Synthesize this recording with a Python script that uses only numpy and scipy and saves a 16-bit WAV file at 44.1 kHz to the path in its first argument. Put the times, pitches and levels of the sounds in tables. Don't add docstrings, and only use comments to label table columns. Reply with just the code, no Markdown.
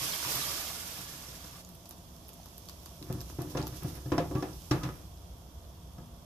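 import sys
import numpy as np
from scipy import signal
from scipy.fft import rfft, irfft, next_fast_len
from scipy.io import wavfile

SR = 44100
rng = np.random.default_rng(int(sys.argv[2]) if len(sys.argv) > 2 else 0)


def log_audio(samples):
    frames = np.atleast_2d(samples).T
    limited = np.clip(frames, -1, 1)
    pcm = np.round(limited * 32767).astype(np.int16)
    wavfile.write(sys.argv[1], SR, pcm)


N = 275625
TIME = np.arange(N) / SR
BAND_EDGES_HZ = np.geomspace(80, 15000, 16)


def from_db(db):
    return np.exp(np.asarray(db) * (np.log(10) / 20))

def lean(left_db):
    return from_db(left_db * np.array([[.5], [-.5]]))

def rms_one(x):
    return x / np.sqrt(np.mean(x ** 2) + 1e-20)

def at_hz(points, hz):
    pitches, values = np.transpose(points)
    return np.interp(np.log(hz + 1e-9), np.log(pitches), values)

def near(hz, centre_hz, octaves):
    return np.exp(-(np.log2((hz + 1e-9) / centre_hz) / octaves) ** 2)

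def ramp(start_s, length_s):
    return np.clip((TIME - start_s) / length_s, 0, 1)

def drift(per_s):
    knots = rng.standard_normal(2000)
    return rms_one(np.interp(TIME * per_s, np.arange(len(knots)), knots))

def noise():
    return rng.standard_normal((2, N))

def shaped(x, gain_at):
    size = next_fast_len(N + 4096)
    hz = np.arange(size // 2 + 1) * SR / size
    return irfft(rfft(x, size) * gain_at(hz), size)[..., :N]

def resonant(x, peaks):
    return shaped(x, lambda f: 1 + sum((from_db(db) - 1) / (1 + ((f - hz) / width) ** 2)
                                       for hz, width, db in peaks))

# (pitch [Hz], likeness [0 to 1])
LIKENESS = [(60, 0.99), (200, 0.91), (350, 0.81), (700, 0.66), (1400, 0.016), (3000, 0.051), (6000, 0)]
def two_ears(pair, hz):
    alike = np.clip(at_hz(LIKENESS, hz), 0, 1)
    return (np.sqrt(1 + alike) * pair[0] + np.sqrt(1 - alike) * pair[1] * [[1], [-1]]) / np.sqrt(2)

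def coloured(pair, colour):
    hz = np.arange(N // 2 + 1) * SR / N
    return rms_one(irfft(two_ears(rfft(pair), hz) * from_db(at_hz(colour, hz)), N))

def walls(x, echo_db):
    out = x.copy()
    for k, lag in enumerate(rng.integers(SR // 300, SR // 40, 12)):
        out[k % 2, lag:] += from_db(echo_db) * x[k % 2, :-lag]
    return out

def ring(clicks, hz, t60):
    decay, angle = from_db(-60 / (t60 * SR)), 2 * np.pi * hz / SR
    return signal.lfilter([0, np.sin(angle)], [1, -2 * decay * np.cos(angle), decay ** 2], clicks + 1e-18)

def grains(per_s, spread_db):
    out, at = np.zeros(N), rng.integers(0, N, int(per_s * N / SR))
    sizes = from_db(spread_db * np.minimum(rng.exponential(1, len(at)), 4))
    out[at] = sizes * rng.choice([-1, 1], len(at))
    return out

def bubbles(low_hz, high_hz, per_s, spread_db, cycles, count):
    out = np.zeros((2, N))
    for k, hz in enumerate(np.geomspace(low_hz, high_hz, count)):
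        out[k % 2] += np.sqrt(hz) * rms_one(ring(grains(per_s / count, spread_db), hz, cycles / hz))
    return rms_one(out)

def ping(s, level_db, hz, t60):
    out, t, start = np.zeros(N), np.arange(SR // 10) / SR, round(s * SR)
    swell = 1 - np.exp(-t * hz / 2)
    out[start:start + len(t)] = swell * from_db(level_db - 60 * t / t60) * np.sin(2 * np.pi * hz * t)
    return out

def glides(rows, waver):
    out = np.zeros(N)
    for s, length, start_hz, end_hz, db in rows:
        progress, start = np.linspace(0, 1, int(length * SR)), round(s * SR)
        hz = (start_hz + (end_hz - start_hz) * progress) * (1 + waver * drift(610)[:len(progress)])
        tone = np.sin(2 * np.pi * np.cumsum(hz) / SR)
        out[start:start + len(tone)] += from_db(db) * np.sin(np.pi * progress) * tone
    return out

def bursts(hits, shared_colour, t60s, rise_s, crack_s, tail_db):
    t = np.arange(SR // 3) / SR
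    out, noises = np.zeros((2, N)), rng.standard_normal((len(hits), 2, 2, len(t)))
    for k, (low, high) in enumerate(zip(BAND_EDGES_HZ, BAND_EDGES_HZ[1:])):
        hz, track = np.sqrt(low * high), np.zeros((2, N + len(t)))
        tail = from_db(tail_db - 60 * t / at_hz(t60s, hz))
        envelope = (1 - np.exp(-t / rise_s)) * (np.exp(-t / crack_s) + tail)
        for (s, colour, left_db), white in zip(hits, noises):
            gain = from_db(at_hz(colour, hz) + at_hz(shared_colour, hz)) * lean(left_db)
            start = round(s * SR)
            track[:, start:start + len(t)] += gain * envelope * two_ears(white[k % 2], hz)
        band = signal.butter(2, [low, high], "band", fs=SR, output="sos")
        out += signal.sosfilt(band, track[:, :N] + 1e-18)
    return out


# (pitch [Hz], level [dB])
RUMBLE_COLOUR = [(25, 2.5), (45, -0.5), (62, 11.5), (76, 3.5), (91, 5.5), (110, -5), (150, -8.5),
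                 (300, -46)]
def stove(knocks):
    rumble_db, rise_db, shake_db, shake_t60 = -53, 5, -18.5, 1.3
    jolts = np.zeros(N)
    for s, db, *_ in knocks:
        jolts[round(s * SR)] = from_db(db + shake_db) ** 2
    shake_power = signal.lfilter([1], [1, -from_db(-60 / (shake_t60 * SR)) ** 2], jolts)
    steady = from_db(rumble_db + rise_db * ramp(start_s=2.47, length_s=0.79))
    return np.sqrt(steady ** 2 + shake_power) * coloured(noise(), RUMBLE_COLOUR)

# (pitch [Hz], level [dB])
FLAME_COLOUR = [(50, -8.5), (130, -3.5), (180, -6), (215, -12.5), (330, -5.5), (410, -12), (690, -9),
                (800, -14.5), (1120, -14), (1550, -25.5), (3000, -39)]
# (pitch [Hz], width [Hz], boost [dB])
FLAME_PEAKS = [(175.4, 14, 11.5), (237.3, 2.9, 15), (686, 8.3, 5.5), (953, 3.8, 8), (3380, 247, 22)]
def flame():
    return resonant(from_db(-57.5) * coloured(noise(), FLAME_COLOUR), FLAME_PEAKS)

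# (time [s], half-length [s], change [dB])
FLARES = [(0.2, 0.028, -2), (0.33, 0.029, 2), (0.582, 0.06, 0), (0.988, 0.02, 0.5), (3.302, 0.02, 5),
          (3.512, 0.022, 4.5), (3.773, 0.029, 5.5), (3.89, 0.034, 5.5), (3.961, 0.019, 5)]
def flaring():
    return from_db(sum(db * np.exp(-((TIME - s) / length) ** 2) for s, length, db in FLARES))

COVERED_S, COVERING_S = 1.61, 0.015
# (time [s], level [dB])
SIMMER_LEVELS = [(1.62, -60), (2.2, -61), (2.52, -58.5), (2.92, -58.5), (3.72, -55.5), (4.2, -57.5),
                 (4.77, -55.5), (5.15, -62.5), (5.45, -63.5), (6.25, -64)]
# (pitch [Hz], level [dB])
FRYING_COLOUR = [(600, -4), (2000, -11), (3000, -3), (4300, -3), (5500, 2.5), (6500, -0.5), (7800, -4),
                 (9200, -2.5), (12000, 1), (14500, -2)]
def simmering():
    level_db = np.interp(TIME, *np.transpose(SIMMER_LEVELS))
    fizz_db = level_db.mean() + 1.08 * (level_db - level_db.mean())
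    crackle = bubbles(1950, 10200, per_s=3000, spread_db=1, cycles=3.7, count=20) + 2.23 * noise()
    pops = bubbles(3500, 13500, per_s=45, spread_db=2, cycles=12, count=10)
    crackle = coloured(walls(rms_one(crackle) + from_db(-13) * pops, echo_db=-17), FRYING_COLOUR)
    fizz = shaped(crackle, lambda hz: 1 - 1 / (1 + (hz / 8000) ** 8))
    frying = from_db(level_db + 4.5) * (crackle - fizz) + from_db(fizz_db + 4) * fizz
    return ramp(COVERED_S - COVERING_S, COVERING_S) * flaring() * lean(-3.5) * frying

# (time [s], level [dB], pitch [Hz])
SAUCE_BLIPS = [(1.859, -48, 775), (1.91, -43, 730), (2.302, -38, 523), (2.343, -50, 565),
               (2.399, -39.5, 710), (2.459, -44, 566), (2.686, -47, 945)]
def blipping():
    return from_db(8.5) * sum(ping(s, db, hz, t60=0.011) for s, db, hz in SAUCE_BLIPS)

# (time [s], level [dB], pitch [Hz], drop away from that pitch [dB per octave])
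SPITS = [(1.648, -44.5, 6800, 19), (1.6892, -54, 11400, 3), (1.8563, -48, 5300, 8),
         (1.8916, -47, 11900, 14), (1.909, -48.5, 7000, 1), (2.164, -57, 5300, 3), (2.283, -50, 11500, 15),
         (2.29, -51, 12500, 1), (2.332, -50, 7300, 12), (2.338, -53, 11500, 12), (2.4304, -52, 6220, 17),
         (2.458, -55.5, 5300, -1.5), (2.486, -53, 6000, 14), (2.58, -47.5, 13300, 5),
         (2.6864, -41.5, 4580, 10), (2.695, -46, 5400, 2.5), (2.859, -46, 6450, 3), (3.026, -45, 3970, 7),
         (3.126, -46, 14000, 0.5), (3.2059, -43.5, 5430, 8), (3.2131, -45.5, 6000, 3),
         (3.418, -47, 12000, 1), (3.616, -43, 4520, 14), (3.626, -37, 4880, 18), (3.669, -43, 5750, 2),
         (3.677, -45.5, 13200, 3), (3.833, -47, 13700, 5)]
# (pitch [Hz], level [dB])
SPIT_COLOUR = [(100, -18), (1000, 9), (2000, -7), (3500, 0.5), (5700, 5), (8000, -7), (12000, 4),
               (14500, 11)]
# (pitch [Hz], left minus right [dB])
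SPIT_SIDE = [(5000, 1.5), (13000, -0.5)]
def spitting():
    hits, rings = [], np.zeros((2, N))
    for s, db, hz, drop_db in SPITS:
        octaves_away = np.minimum(abs(np.log2(BAND_EDGES_HZ / hz)), 2)
        left_db = at_hz(SPIT_SIDE, hz)
        hits.append((s, np.c_[BAND_EDGES_HZ, db - drop_db * octaves_away], left_db))
        rings += ping(s, db + 4, hz, t60=0.014) * lean(left_db)
    snaps = bursts(hits, SPIT_COLOUR, t60s=[(1000, 0.29), (12000, 0.13)],
                   rise_s=0.0006, crack_s=0.001, tail_db=-21)
    return from_db(18) * snaps + rings

BOTTOM_HZ, WALL_HZ = 147, 317
# (pitch [Hz], level [dB], ring time [s])
PAN_NOTES = [(132, -2, 0.22), (155.8, -10.5, 0.49), (276, 2, 0.026), (307.7, -3.5, 0.2), (342, -10.5, 0.22),
             (372.2, -7.5, 0.22), (473.4, -18.5, 0.22), (514, -6, 0.1), (575, -26, 0.16), (695, -9.5, 0.2),
             (769, -14.5, 0.11), (858, -21, 0.24), (1006, -6, 0.15), (1117, -10, 0.21), (1166, -7, 0.072),
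             (1263, -6, 0.089), (1390, -14, 0.36), (1650, -13, 0.18), (1745, -7.5, 0.091),
             (1980, -22, 0.23), (2600, -10, 0.089), (3640, -33, 0.093), (3900, -33, .12),
             (5490, 11.5, 0.022), (6220, -2.5, 0.06)]
def pan(hits, rubbing, chance_db):
    out, at = np.zeros((2, N)), [round(hit[0] * SR) for hit in hits]
    chances = rng.normal(0, chance_db, (len(hits), len(PAN_NOTES)))
    for k, (hz, db, t60) in enumerate(PAN_NOTES):
        force = rubbing * WALL_HZ / max(hz, WALL_HZ)
        pushes = [at_hz(colour, hz) + boost_db * near(hz, favoured_hz, octaves=0.12)
                  for _, colour, favoured_hz, boost_db in hits]
        force[at] += from_db(pushes + chances[:, k])
        sign = -1 if k % 4 == 2 else 1
        note = sign * from_db(db) * ring(force, hz, t60)
        out += [note, np.roll(note, 3 * (k % 5 - 2))]
    return out * lean(1)

# (pitch [Hz], level [dB])
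CLATTER_COLOUR = [(100, -5.5), (200, -6), (330, -7), (440, -6.5), (700, -5.5), (1100, 0), (2200, -1.5),
                  (3500, -1.5), (5700, -2.5), (8000, -8.5), (14000, -16)]
# (pitch [Hz], ring time [s])
CLATTER_T60 = [(100, 0.58), (300, 0.44), (1000, 0.32), (2000, 0.27), (5000, 0.16), (14000, 0.18)]
def clatter(hits):
    level_db, boost_db, width_hz = 12, 5, 14
    blur = bursts([(s, colour, 0) for s, colour, *_ in hits], CLATTER_COLOUR, CLATTER_T60,
                  rise_s=0.0011, crack_s=0.0035, tail_db=0)
    def gain_at(f):
        peaks = sum(1 / (1 + 1j * (f - hz) / width_hz) for hz, *_ in PAN_NOTES)
        return 1 + (from_db(boost_db) - 1) * peaks
    return shaped(from_db(level_db) * blur, gain_at)

def ticks(knocks):
    clicks = np.zeros(N)
    for s, _, _, _, tick_db, *_ in knocks:
        clicks[round(s * SR)] = from_db(tick_db)
    return ring(clicks, hz=1110, t60=0.0021) + from_db(-10.5) * ring(clicks, hz=5270, t60=0.0012)

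# (time [s], length [s], pitch [Hz], level [dB])
SQUEAKS = [(3.4, .045, 690, -45), (3.622, .048, 880, -46), (4.350, .075, 1147, -42),
           (4.350, .048, 315, -34), (4.808, .034, 1260, -45)]
def squeaking():
    return glides([(s, length, hz, hz, db) for s, length, hz, db in SQUEAKS], waver=0.018)

# (pitch [Hz], level [dB])
KNOCK_COLOUR = [(315, 0), (480, -4.5), (700, -4), (1020, -12), (2200, -19), (4360, -25)]
def knock_colour(strength_db, hardness, boom_db, missed_hz):
    hz = BAND_EDGES_HZ
    brightness = hardness * np.log2(np.clip(hz, WALL_HZ, KNOCK_COLOUR[-1][0]) / WALL_HZ)
    boom = at_hz([(BOTTOM_HZ, boom_db), (WALL_HZ, 0)], hz)
    dip = -6 * near(hz, missed_hz, octaves=0.29)
    return np.c_[hz, strength_db + at_hz(KNOCK_COLOUR, hz) + brightness + boom + dip]

# (time [s], length [s], scrape level [dB])
STROKES = [(3.05, 0.13, -43), (3.404, 0.34, -45.5), (3.79, 0.18, -46.5), (3.935, 0.039, -51),
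           (4.083, 0.13, -60), (4.33, 0.06, -50), (4.434, 0.056, -41), (4.734, 0.26, -51)]
# (time [s], strength [dB], hardness [dB per octave], boom [dB], tick [dB],
# favoured pitch [Hz], its boost [dB], missed pitch [Hz])
KNOCKS = [(3.014, -44, -4, 2.5, -53, 510, 4, 1000), (3.101, -33.5, -3, 3, -40, 500, 3, 1080),
          (3.150, -42, -11, 11, -46, 695, 10, 1300), (3.3, -47.5, 0.5, -4, -32.5, 700, 6, 1800),
          (3.387, -34, -2.5, 2, -42, 336, 4.5, 520), (3.405, -41.5, 1, -13, -41, 695, 17, 1390),
          (3.446, -34.5, -9, -18, -47, 373, 4.5, 870), (3.550, -27.5, -2.6, -2.5, -44, 514, 8, 1180),
          (3.571, -35.5, 4, -26, -31, 695, 5, 1720), (3.595, -36.5, 0.5, 5, -40, 342, 7.5, 1050),
          (3.725, -50.5, 3, 5, -48, 1280, 1, 800), (3.821, -43, 1.5, 8.5, -46, 1700, -2, 620),
          (3.846, -33.5, -3.5, 1.5, -41, 695, 4, 920), (3.881, -53, 0, 17, -54, 514, 1, 310),
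          (4.059, -40.5, -2, 7.5, -53, 320, 4.5, 1100), (4.119, -22, -0.84, -4, -28, 300, 7.5, 830),
          (4.181, -25, 0.84, -4, -13.5, 695, 8.5, 1370), (4.200, -41, -7, -9, -39, 510, 25, 1100),
          (4.312, -33.5, -2, -7, -32.5, 695, 7, 1800), (4.352, -27.5, -1.5, -3.5, -39, 695, 3, 1400),
          (4.425, -31, 0.5, -8, -22.5, 750, 11.5, 1430), (4.446, -42, -5, -19, -47, 695, 5, 500),
          (4.7105, -36, 5.5, -12, -33, 1263, 8, 900), (4.713, -23.5, 0, -0.5, -28, 348, 8, 500),
          (4.833, -41, 5, 5, -31, 317, 11.5, 620), (4.850, -39, 0, 10.5, -44, 1390, 6, 310),
          (4.89, -42.5, 1.5, -2, -27, 1263, 17, 700), (5.983, -45, -1.5, 7.5, -41, 695, 5.5, 312)]
def stirring():
    hits = [(s, knock_colour(db, hardness, boom_db, missed_hz), favoured_hz, boost_db)
            for s, db, hardness, boom_db, _, favoured_hz, boost_db, missed_hz in KNOCKS]
    moving, pressing = np.zeros(N), np.zeros(N)
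    for s, length, db in STROKES:
        stroke = ramp(s, length_s=0.018) * (1 - ramp(s + length, length_s=0.08))
        moving += stroke
        pressing += stroke * from_db(db)
    slips = pressing * from_db(-35) * rms_one(grains(per_s=300, spread_db=3.5))
    swish = moving * from_db(-60) * bubbles(320, 1900, per_s=1200, spread_db=1.5, cycles=1.9, count=14)
    squeaks = squeaking()
    ringing = from_db(1.5) * pan(hits, slips, chance_db=3.5)
    return ticks(KNOCKS) + ringing + squeaks + swish + clatter(hits)

# (time [s], strength [dB])
GULPS = [(0.019, -41), (0.26, -37.5), (0.357, -37.5), (0.393, -59), (0.453, -45), (0.526, -42),
         (0.987, -41), (1.02, -49), (1.134, -42), (1.285, -43), (1.443, -42.5), (1.535, -46.5)]
# (pitch [Hz], level [dB])
GULP_COLOUR = [(144, -0.5), (315, -8), (1020, -10)]
# (time [s], level [dB], pitch [Hz])
GURGLES = [(0.008, -40, 1094), (0.041, -45, 1140), (0.205, -39.5, 297), (0.27, -45, 313), (0.278, -45, 813),
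           (0.39, -43, 295), (0.479, -41, 1135), (0.69, -42.5, 700), (0.7, -42, 1143), (0.99, -48, 690),
           (1.139, -54, 299), (1.29, -58, 1160)]
def gulping():
    hits = [(s, [(hz, db + push_db) for hz, push_db in GULP_COLOUR], BOTTOM_HZ, 0) for s, db in GULPS]
    gurgles = sum(ping(s, db, hz, t60=0.098) for s, db, hz in GURGLES)
    return pan(hits, rubbing=np.zeros(N), chance_db=2.5) + gurgles

# (time [s], half-length [s], pitch [Hz], level [dB])
STEAM_JETS = [(0.137, 0.024, 5300, -44), (0.272, 0.022, 2600, -46), (0.356, 0.0088, 12800, -36),
              (0.43, 0.02, 3830, -46), (0.49, 0.016, 5000, -40.5)]
def steam_jets():
    out = np.zeros((2, N))
    for s, length, jet_hz, db in STEAM_JETS:
        hiss = shaped(noise(), lambda hz: near(hz, jet_hz, octaves=0.2))
        out += from_db(db) * np.exp(-((TIME - s) / length) ** 2) * rms_one(hiss)
    return out

# (pitch [Hz], level [dB])
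BOIL_COLOUR = [(140, -29), (230, -32), (310, -4), (430, -5), (600, -0.5), (850, -0.5), (1150, 1.5),
               (1400, 4), (1750, -5), (2400, -1.5), (4000, 4)]
# (pitch [Hz], width [Hz], boost [dB])
PAN_HOLLOW = [(690, 37, 5.5), (900, 14, 4), (1160, 31, 8), (1700, 30, 12)]
def boiling(steam):
    flicker_db, below_sizzle_db = 1.1, 6.5
    boil = bubbles(355, 3620, per_s=500, spread_db=-1, cycles=25, count=24) + noise()
    boil = coloured(walls(boil, echo_db=-13), BOIL_COLOUR)
    boil = rms_one(resonant(boil, PAN_HOLLOW))
    return steam * from_db(flicker_db * drift(per_s=24.6) - below_sizzle_db) * boil

# (pitch [Hz], level [dB])
SIZZLE_COLOUR = [(600, -4.5), (2000, -3.5), (3000, -0.5), (4200, 0), (5400, 3.5), (6500, 1), (7700, -1),
                 (9200, 0), (11000, 0.5), (13000, 0.5), (14500, -8.5)]
# (pitch [Hz], left minus right [dB])
SIZZLE_SIDE = [(1200, 1.5), (2400, 0), (4400, -3.5), (6500, -4), (11000, 0), (14500, -13)]
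def sizzling(steam):
    fizz = bubbles(1080, 20000, per_s=6000, spread_db=1, cycles=2.9, count=24) + 1.83 * noise()
    spatter = bubbles(2000, 14000, per_s=320, spread_db=2.5, cycles=14, count=20)
    sizzle = coloured(walls(rms_one(fizz) + from_db(-14.5) * spatter, echo_db=-17), SIZZLE_COLOUR)
    flicker = from_db(0.9 * drift(per_s=41.2))
    sizzle = steam * flaring() * flicker * sizzle + steam_jets()
    return shaped(sizzle, lambda hz: lean(at_hz(SIZZLE_SIDE, hz)))

# (time [s], length [s], start pitch [Hz], end pitch [Hz], level [dB])
WHISTLES = [(0.108, 0.028, 4900, 3350, -37.5), (0.126, 0.024, 3430, 3060, -39),
            (0.413, 0.0245, 4100, 3730, -41)]
def pouring():
    pour_db, pour_end_s, cooling_db_per_s, hot_spot_db = -34.5, 0.44, 16.5, -53
    steam = from_db(pour_db - cooling_db_per_s * np.maximum(TIME - pour_end_s, 0))
    steam = np.hypot(steam, from_db(hot_spot_db)) * (1 - ramp(COVERED_S, COVERING_S))
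    return sizzling(steam) + boiling(steam) + glides(WHISTLES, waver=0.037)


def scene():
    cooking = pouring() + simmering() + spitting() + blipping() + gulping()
    return cooking + stirring() + stove(KNOCKS) + flame()

def record(dry):
    dip_hz, dip_width_hz, dip_depth = 9080, 2340, 0.84
    low_cut_hz, high_cut_hz = 42, 14650
    left = shaped(dry[0], lambda hz: 1 - dip_depth / (1 + ((hz - dip_hz) / dip_width_hz) ** 2))
    heard = signal.sosfilt(signal.butter(2, low_cut_hz, "high", fs=SR, output="sos"), [left, dry[1]])
    return shaped(heard, lambda hz: 1 / np.sqrt(1 + (hz / high_cut_hz) ** 200))


dry = scene()
out = record(dry)
log_audio(out)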